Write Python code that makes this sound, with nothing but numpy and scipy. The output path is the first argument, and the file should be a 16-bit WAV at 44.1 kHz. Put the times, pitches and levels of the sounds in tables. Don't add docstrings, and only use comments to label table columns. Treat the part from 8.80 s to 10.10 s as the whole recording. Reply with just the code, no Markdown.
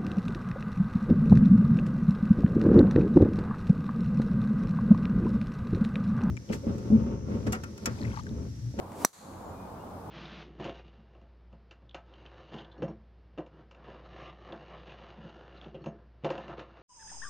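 import sys
import numpy as np
from scipy import signal
from scipy.fft import rfft, irfft
from scipy.io import wavfile
from scipy.ndimage import uniform_filter1d, minimum_filter1d

SR = 44100
rng = np.random.default_rng(int(sys.argv[2]) if len(sys.argv) > 2 else 0)


def persist_wave(psi):
    counts = np.round(np.clip(psi, -1, 1) * 32767).astype(np.int16)
    wavfile.write(sys.argv[1], SR, np.atleast_2d(counts).T)


N = 57330
T = np.arange(N) / SR
FREQS = np.fft.rfftfreq(N, 1 / SR)
SIDES = np.array([[1], [-1]])
STRIKE_S = .2485


def strike():
    # (frequency [Hz], level [dB], t60 [s])
    head_modes = [(3980, -18, 0.035), (4256, -24.5, .06), (5860, -3, 0.031), (5973, -2.5, 0.023),
                  (5990, -25, 0.12), (7090, -7, .018), (7900, -13, 0.038), (8570, -7, 0.017),
                  (8970, -9, 0.016), (9650, -13, 0.023), (11560, -14, 0.017), (11550, -14, 0.023),
                  (13620, -10, 0.018), (14100, -18, .008)]
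    # (frequency [Hz], relative level [dB])
    crack_spectrum = [(200, -7), (1200, 6), (3000, -25), (5000, -10), (8000, 4.5), (12000, -1.5),
                      (16000, -1.5)]
    thump_hz, knock_hz, right_lag_s = 943, 211.5, 4e-6
    strike_pan_db, knock_pan_db = -3.5, -17
    age_s = np.maximum(T - STRIKE_S, 0)
    thump = -undb(30) * np.sin(2 * np.pi * thump_hz * age_s + np.pi / 4) * decay(STRIKE_S, t60_s=.0026)
    knock = undb(13) * np.sin(2 * np.pi * knock_hz * age_s) * decay(STRIKE_S, t60_s=.012)
    ring = np.zeros(N)
    for hz, db, t60_s in head_modes:
        phase = rng.uniform(0, 2 * np.pi) * (hz > 6500)
        ring += undb(db) * np.sin(2 * np.pi * hz * age_s + phase) * decay(STRIKE_S, t60_s)
    attack = 1 - np.exp(-(age_s / .0007) ** 2)
    onset_boost = 1 + undb(8.5) * np.exp(-np.maximum(age_s - .0025, 0) / .00059)
    blow = thump + undb(7.5) * attack * onset_boost * ring
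    stereo_blow = np.array([blow, np.interp(T - right_lag_s, T, blow)])
    crack = undb(14.5) * noise(crack_spectrum, side=.46) * decay(STRIKE_S + .0003, t60_s=.0092)
    return ((stereo_blow + crack) * undb(SIDES * strike_pan_db / 2)
            + knock * undb(SIDES * knock_pan_db / 2))


def echoes():
    # (frequency [Hz], relative level [dB])
    turf_spectrum = [(100, -10), (250, -7.5), (1200, -3), (2000, -10.5), (3000, -17), (4300, -6.5),
                     (5200, -13), (6000, -3.5), (8000, -8.5), (12000, -11.5), (16000, -24)]
    # (frequency [Hz], relative level [dB])
    tree_spectrum = [(150, -14.5), (1100, 1.5), (2000, -6.5), (3000, -12.5), (4300, -2.5), (5300, -13.5),
                     (6200, -5), (7000, -2.5), (8200, -9), (12000, -13), (16000, -35)]
    return_s = STRIKE_S + .082
    turf = undb(-5.5) * decay(STRIKE_S, t60_s=.025) + undb(-19.5) * decay(STRIKE_S, t60_s=.21)
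    trees = undb(-37) * decay(return_s, t60_s=.23) + undb(-49) * decay(return_s, t60_s=1)
    return turf * noise(turf_spectrum, side=.74) + trees * noise(tree_spectrum, side=.73)


def swish():
    # (frequency [Hz], relative level [dB])
    spectrum = [(100, -19), (250, 5.5), (900, 1), (1600, -13.5), (3000, -19.5), (5000, -19.5), (7300, -18),
                (10000, -20.5), (13000, -22.5), (16000, -31)]
    peak_db, peak_s, rise_db_per_s, fall_s = -40, .22, 166, .048
    rise = undb(peak_db - rise_db_per_s * np.maximum(peak_s - T, 0))
    fall = np.exp(-np.maximum(T - STRIKE_S, 0) / fall_s)
    return noise(spectrum, side=.45) * rise * fall


def ticks():
    # (time [s], level [dB], t60 [s])
    events = [(.119, -48.5, .02), (.131, -55, .02), (.158, -53, .02), (.536, -58, .04)]
    # (frequency [Hz], relative level [dB])
    spectrum = [(500, -8), (2200, 8.5), (4000, -9), (7500, 0.5), (10000, -14), (16000, -25)]
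    envelope = sum(undb(db) * decay(start_s, t60_s) for start_s, db, t60_s in events)
    return noise(spectrum, side=.39) * envelope


def wind():
    # (frequency [Hz], relative level [dB])
    spectrum = [(15, -43), (25, -15.5), (87, -3.5), (120, -6.5), (180, -4.5), (301, -7), (363, -10),
                (503, -9.5), (840, -9), (1160, -14.5), (1890, -34.5), (2480, -37.5), (2690, -39.5),
                (5430, -42.5), (7110, -44), (14800, -45), (16000, -54)]
    # (frequency [Hz], side minus mid [dB])
    width = [(60, -16), (110, -19), (200, -14.5), (380, -8.5), (700, -6), (1290, -2.5), (2380, -0.5),
             (4400, 0.5), (8120, 1), (15000, -1.5)]
    # (frequency [Hz], left minus right [dB])
    balance = [(60, 2.5), (110, -2.5), (200, -0.5), (380, -2.5), (700, -1), (1290, 2.5), (2380, 0.5),
               (4400, 3.5), (8120, -0.5), (15000, -3)]
    # (time [s], level [dB])
    gusts = [(0, -45.5), (.15, -45.5), (.5, -45), (.7, -43.5), (1.0, -43.5), (1.3, -44.5)]
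    split_hz, flutter_db = 1800, 1
    air = rfft(noise(spectrum, side=curve(width))) * curve(balance) ** (SIDES / 2)
    lowpass = 1 / (1 + (FREQS / split_hz) ** 4)
    gust_s, gust_db = np.array(gusts).T
    rush_db = np.interp(T, gust_s, gust_db) + flutter_db * wander(rate_hz=9.3)
    rush = irfft(air * lowpass, N) * undb(rush_db)
    hiss = irfft(air * (1 - lowpass), N) * undb(-42.5)
    return rush + hiss


def hum():
    # (multiple, rms level [dB])
    harmonics = [(1, -52), (2, -58.5)]
    pitch_hz, waver, flutter_db = 91.44, .024, 2
    phase = 2 * np.pi * np.cumsum(pitch_hz * (1 + waver * wander(rate_hz=15.3))) / SR
    return sum(np.sqrt(2) * undb(db + flutter_db * wander(rate_hz=10)) * np.sin(k * phase)
               for k, db in harmonics)


def far_echo_and_birds():
    # (time [s], length [s], pitch [Hz], glide [Hz], level [dB], pitch scatter [Hz])
    events = [(.6, 0.14, 7070, 66, -67, 149), (0.714, 0.18, 2444, 18, -66.5, 45.5),
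              (.988, .05, 2750, 170, -65, 25)]
    out = np.zeros(N)
    for start_s, length_s, hz, glide_hz, db, scatter_hz in events:
        progress = np.clip((T - start_s) / length_s, 0, 1)
        pitch_hz = hz + glide_hz * progress + scatter_hz * wander(rate_hz=370)
        out += undb(db) * np.sin(np.pi * progress) * np.sin(2 * np.pi * np.cumsum(pitch_hz) / SR)
    return out


def undb(db):
    return 10 ** (np.asarray(db) / 20)


def curve(points):
    hz, db = np.array(points, float).T
    return undb(np.interp(np.log(np.maximum(FREQS, 1)), np.log(hz), db))


def noise(spectrum, side):
    gain = curve(spectrum)
    gain = gain / np.sqrt(np.mean(gain ** 2))
    mid, wide = rfft(rng.standard_normal((2, N))) * gain
    return irfft(mid + SIDES * side * wide, N)


def wander(rate_hz):
    drift = irfft(rfft(rng.standard_normal(N)) * np.exp(-(FREQS / rate_hz) ** 2), N)
    return drift / np.sqrt(np.mean(drift ** 2))


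def decay(start_s, t60_s):
    return (T >= start_s) * np.exp(-np.log(1000) * np.maximum(T - start_s, 0) / t60_s)


def scene():
    return strike() + echoes() + swish() + ticks() + far_echo_and_birds() + wind() + hum()


def record(dry):
    overload_db, limit_db, hold_s, release_s = 20, -7.5, .069, .076
    bass_hz, max_bass_cut, full_cut_db, slew_s = 125, .53, 10, .033
    top_hz = 16200
    saturated = undb(overload_db) * np.tanh(dry / undb(overload_db))
    peak_db = 20 * np.log10(np.abs(saturated).max(axis=0) + 1e-9)
    over_db = np.maximum(peak_db - limit_db, 0)
    hold_n = int(hold_s * SR) | 1
    held_db = -minimum_filter1d(-over_db, hold_n, origin=hold_n // 2, mode="constant")
    release = np.exp(-T / release_s)
    duck_db = np.maximum.accumulate(held_db / release) * release
    ducked = saturated * undb(-duck_db)
    bass = irfft(rfft(ducked) / (1 + (FREQS / bass_hz) ** 6), N)
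    bass_cut = max_bass_cut * np.clip(uniform_filter1d(duck_db, int(slew_s * SR)) / full_cut_db, 0, 1)
    lowpass = signal.ellip(8, .2, 70, top_hz, fs=SR, output="sos")
    return signal.sosfilt(lowpass, ducked - bass * bass_cut)


dry = scene()
out = record(dry)
persist_wave(out)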